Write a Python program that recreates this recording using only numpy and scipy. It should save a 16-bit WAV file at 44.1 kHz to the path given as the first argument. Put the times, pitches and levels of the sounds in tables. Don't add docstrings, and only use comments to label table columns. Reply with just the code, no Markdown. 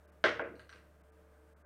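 import sys
import numpy as np
from scipy import signal
from scipy.fft import rfft, irfft
from scipy.io import wavfile

SR = 44100
rng = np.random.default_rng(int(sys.argv[2]) if len(sys.argv) > 2 else 0)


def store_pcm(level_fs):
    pcm = np.round(np.clip(level_fs, -1, 1) * 32767).astype(np.int16)
    wavfile.write(sys.argv[1], SR, np.atleast_2d(pcm).T)


def decibels_to_gain(level_db):
    exponent = np.asarray(level_db, float) / 20
    return 10 ** exponent


N = 72765


def shaped(size, gain):
    hz = np.maximum(np.arange(size // 2 + 1) * SR / size, 1)
    noise = irfft(rfft(rng.standard_normal(size)) * gain(hz), size)
    return noise / noise.std()


def spectrum_gain(points):
    hz, db = np.array(points).T
    return lambda f: decibels_to_gain(np.interp(np.log(f), np.log(hz), db))


# frequency_hz, rms_level_db, bandwidth_hz
FAN_LINES = [(72.7, -64.5, 2.4), (154, -81, 3.8), (177.3, -77, 6), (313, -78.5, 15), (442.3, -73, 4.9),
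             (602, -74.5, 34), (1210, -83.5, 8.1), (1556, -86.5, 10), (8500, -95.5, 3.5)]
# frequency_hz, density_db
AIR_SPECTRUM = [(40, -1.5), (100, -3.5), (600, 2), (800, -4), (1600, -4.5), (1900, -10.5), (4000, -23),
                (15000, -25.5)]


def fan():
    t = np.arange(N) / SR
    hum_hz, hum_db, hum_width = FAN_LINES[0]
    wander_rad = 0.43 * shaped(N, lambda f: 1 / (1 + (f / hum_width) ** 2))
    out = np.sqrt(2) * decibels_to_gain(hum_db) * np.sin(2 * np.pi * hum_hz * t + wander_rad)
    for hz, db, width in FAN_LINES[1:]:
        out += decibels_to_gain(db) * shaped(N, lambda f: 1 / (1 + (2 * (f - hz) / width) ** 2))
    flicker_db = 0.6 * shaped(N, lambda f: 1 / (1 + (f / 8) ** 2))
    return out + decibels_to_gain(-68.5 + flicker_db) * shaped(N, spectrum_gain(AIR_SPECTRUM))


# delay_ms, level_db
NEAR_REFLECTIONS = [(.65, 0), (1.3, 1), (1.9, -3)]
# delay_ms, level_db
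EARLY_ECHOES = [(5, 1), (10, 1.5), (16.5, -8), (22, -4.5), (27, -9), (32, -26), (43, -22), (52, -9)]
# centre_hz, level_db, t60_s
DIFFUSE_TAIL = [(119.6, -25, 0.93), (265, -26.5, 0.43), (534, -28.5, 0.39), (1056, -25.5, .34),
                (2026, -20, 0.35), (4110, -26, 0.35), (8000, -18.5, 0.33)]


def room(room_db):
    direct_db, near_blur_ms, echo_smear_ms, tail_rise_s = 4.5, 0.09, 1, 0.008
    size = 2 ** 15
    t = np.arange(size) / SR
    near, far = np.zeros(size), np.zeros(size)
    near[0] = decibels_to_gain(direct_db)
    for ms, db in NEAR_REFLECTIONS:
        blur = np.exp(-((t * 1000 - ms) / near_blur_ms) ** 2)
        near += decibels_to_gain(db) * blur / blur.sum()
    scatter = rng.standard_normal(size)
    for ms, db in EARLY_ECHOES:
        patch = scatter * np.exp(-((t * 1000 - ms) / echo_smear_ms) ** 2)
        far += decibels_to_gain(db) * patch / np.linalg.norm(patch)
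    for hz, db, t60 in DIFFUSE_TAIL:
        band = shaped(size, lambda f: np.cos(np.pi / 2 * np.clip(np.log2(f / hz), -1, 1)))
        decay = decibels_to_gain(db - 60 * t / t60) * (1 - np.exp(-t / tail_rise_s))
        far += band * np.sqrt(2 * hz / SR) * decay
    return near + decibels_to_gain(room_db) * far


def heard(contact, room_db):
    return signal.fftconvolve(contact, room(room_db))[:N]


def push(at, db, ms):
    t = np.arange(N) / SR
    pulse = np.sin(np.pi * np.clip((t - at) / (ms / 1000), 0, 1)) ** 2
    return pulse / pulse.sum() * decibels_to_gain(db)


def ring(force, modes):
    out = 0
    for k, (hz, db, t60) in enumerate(modes):
        fall = np.log(1000) / (t60 * SR)
        pole = np.exp(2j * np.pi * hz / SR - fall)
        response = signal.lfilter([1], [1, -2 * pole, pole ** 2], force).imag
        out = out + (-1) ** k * decibels_to_gain(db) * np.e * fall * response
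    return out


def crack(force, colour, db):
    decay_ms, rise_ms = 0.7, 0.083
    t_ms = np.arange(1024) / SR * 1000
    shape = np.exp(-t_ms / decay_ms) * (1 - np.exp(-t_ms / rise_ms)) ** 2
    gain = spectrum_gain(colour)(np.maximum(np.arange(513) * SR / 1024, 1))
    burst = rng.standard_normal(1024)
    for _ in range(4):
        phase = np.angle(rfft(burst * shape))
        burst = irfft(gain * np.exp(1j * phase))
    return decibels_to_gain(db) * signal.fftconvolve(force, burst * np.sqrt(shape))[:N]


# frequency_hz, level_db, t60_s
TILE_MODES = [(1245, -1.5, 0.0054), (1604, -7.5, .012), (1930, -8.5, 0.0089), (2484, -5, 0.0029),
              (2897, -10.5, 0.0074)]
# frequency_hz, t60_s
DIE_MODES = [(4250, 0.0028), (5750, 0.0045), (8750, 0.0038)]
# frequency_hz, density_db
SNAP_SPECTRUM = [(1500, -16), (2500, 8), (4500, 1), (6300, -5.5), (7000, -12), (9000, -7), (11000, -12),
                 (15000, -52)]
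# start_s, level_db, then one level_db per die mode, set by the corner that strikes
TICKS = [
    (0.5554, -69, 4, -10, -5.5),
    (0.5946, -56, 0.5, -30, -16.5),
    (0.6929, -55, -8.5, -8.5, -17),
    (.7269, -54.5, -7.5, -34, -22),
    (0.7604, -63.5, -6, -23, -18),
]


def ticks():
    out = 0
    for at, db, *corner in TICKS:
        force = push(at, db, 0.08)
        die_body = [(hz, share, t60) for (hz, t60), share in zip(DIE_MODES, corner)]
        tick = ring(force, TILE_MODES) + ring(force, die_body) + crack(force, SNAP_SPECTRUM, 16)
        out = out + heard(tick, -1)
    return out


# frequency_hz, level_db, t60_s
THUD_MODES = [(105.9, -38.5, 0.31), (203, -28.5, 0.051), (322.5, -9, 0.027), (363.7, -17.5, .06),
              (471.4, -2, 0.031), (559.3, -8, 0.028), (634.3, 1, 0.015)]
# frequency_hz, level_db, t60_s
KNOCK_MODES = [(777, -8.5, 0.0069), (1057.5, -14.5, 0.013), (1385, -5.5, 0.0061), (1574, -7.5, 0.0079),
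               (2073, -3.5, 0.0032)]
# frequency_hz, density_db
CRACK_SPECTRUM = [(1800, -16.5), (2600, 5.5), (3800, 0), (4500, -7.5), (6200, -12.5), (7200, -27.5),
                  (8500, -20), (11500, -39.5)]
# start_s, level_db, contact_ms, thud_share_db, room_share_db
LANDINGS = [
    (0.2404, -22.5, 0.13, -6, 0.5),
    (0.2564, -29, 0.24, -14.5, -4.5),
    (0.394, -30, 0.45, -11, -1.5),
    (.418, -40.5, 0.69, 1, -1.5),
    (0.496, -47, 4.1, 9, 1.5),
    (.535, -53, 2.2, 3.5, 3),
    (.744, -67, 1.54, 8, -3.5),
]


def landings():
    out = 0
    for at, db, ms, thud_db, room_db in LANDINGS:
        force = push(at, db, ms)
        table_top = ring(force, KNOCK_MODES) + decibels_to_gain(thud_db) * ring(force, THUD_MODES)
        out = out + heard(table_top + crack(force, CRACK_SPECTRUM, 20), room_db)
    return out


def scene():
    mic_low_cut = signal.butter(3, 90, "high", fs=SR, output="sos")
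    return (signal.sosfilt(mic_low_cut, landings() + ticks()) + fan())[None]


# centre_s, length_s, above_hz
TREBLE_GAPS = [(.068, .02, 3000), (.112, .02, 3000), (.431, .013, 2900), (1.027, .02, 3000),
               (1.113, .02, 3000), (1.551, .035, 2300), (1.637, .035, 2300)]


def treble_gaps(sound):
    t = np.arange(N) / SR
    for at, length, hz in TREBLE_GAPS:
        gap = np.clip(2 - 4 * np.abs(t - at) / length, 0, 1)
        high_pass = signal.butter(8, hz, "high", fs=SR, output="sos")
        sound = sound - gap * signal.sosfiltfilt(high_pass, sound)
    return sound


def top_cut(x):
    return signal.sosfilt(signal.butter(12, 15620, fs=SR, output="sos"), x)


def record(dry):
    mix = treble_gaps(dry)
    return top_cut(mix)


dry = scene()
out = record(dry)
store_pcm(out)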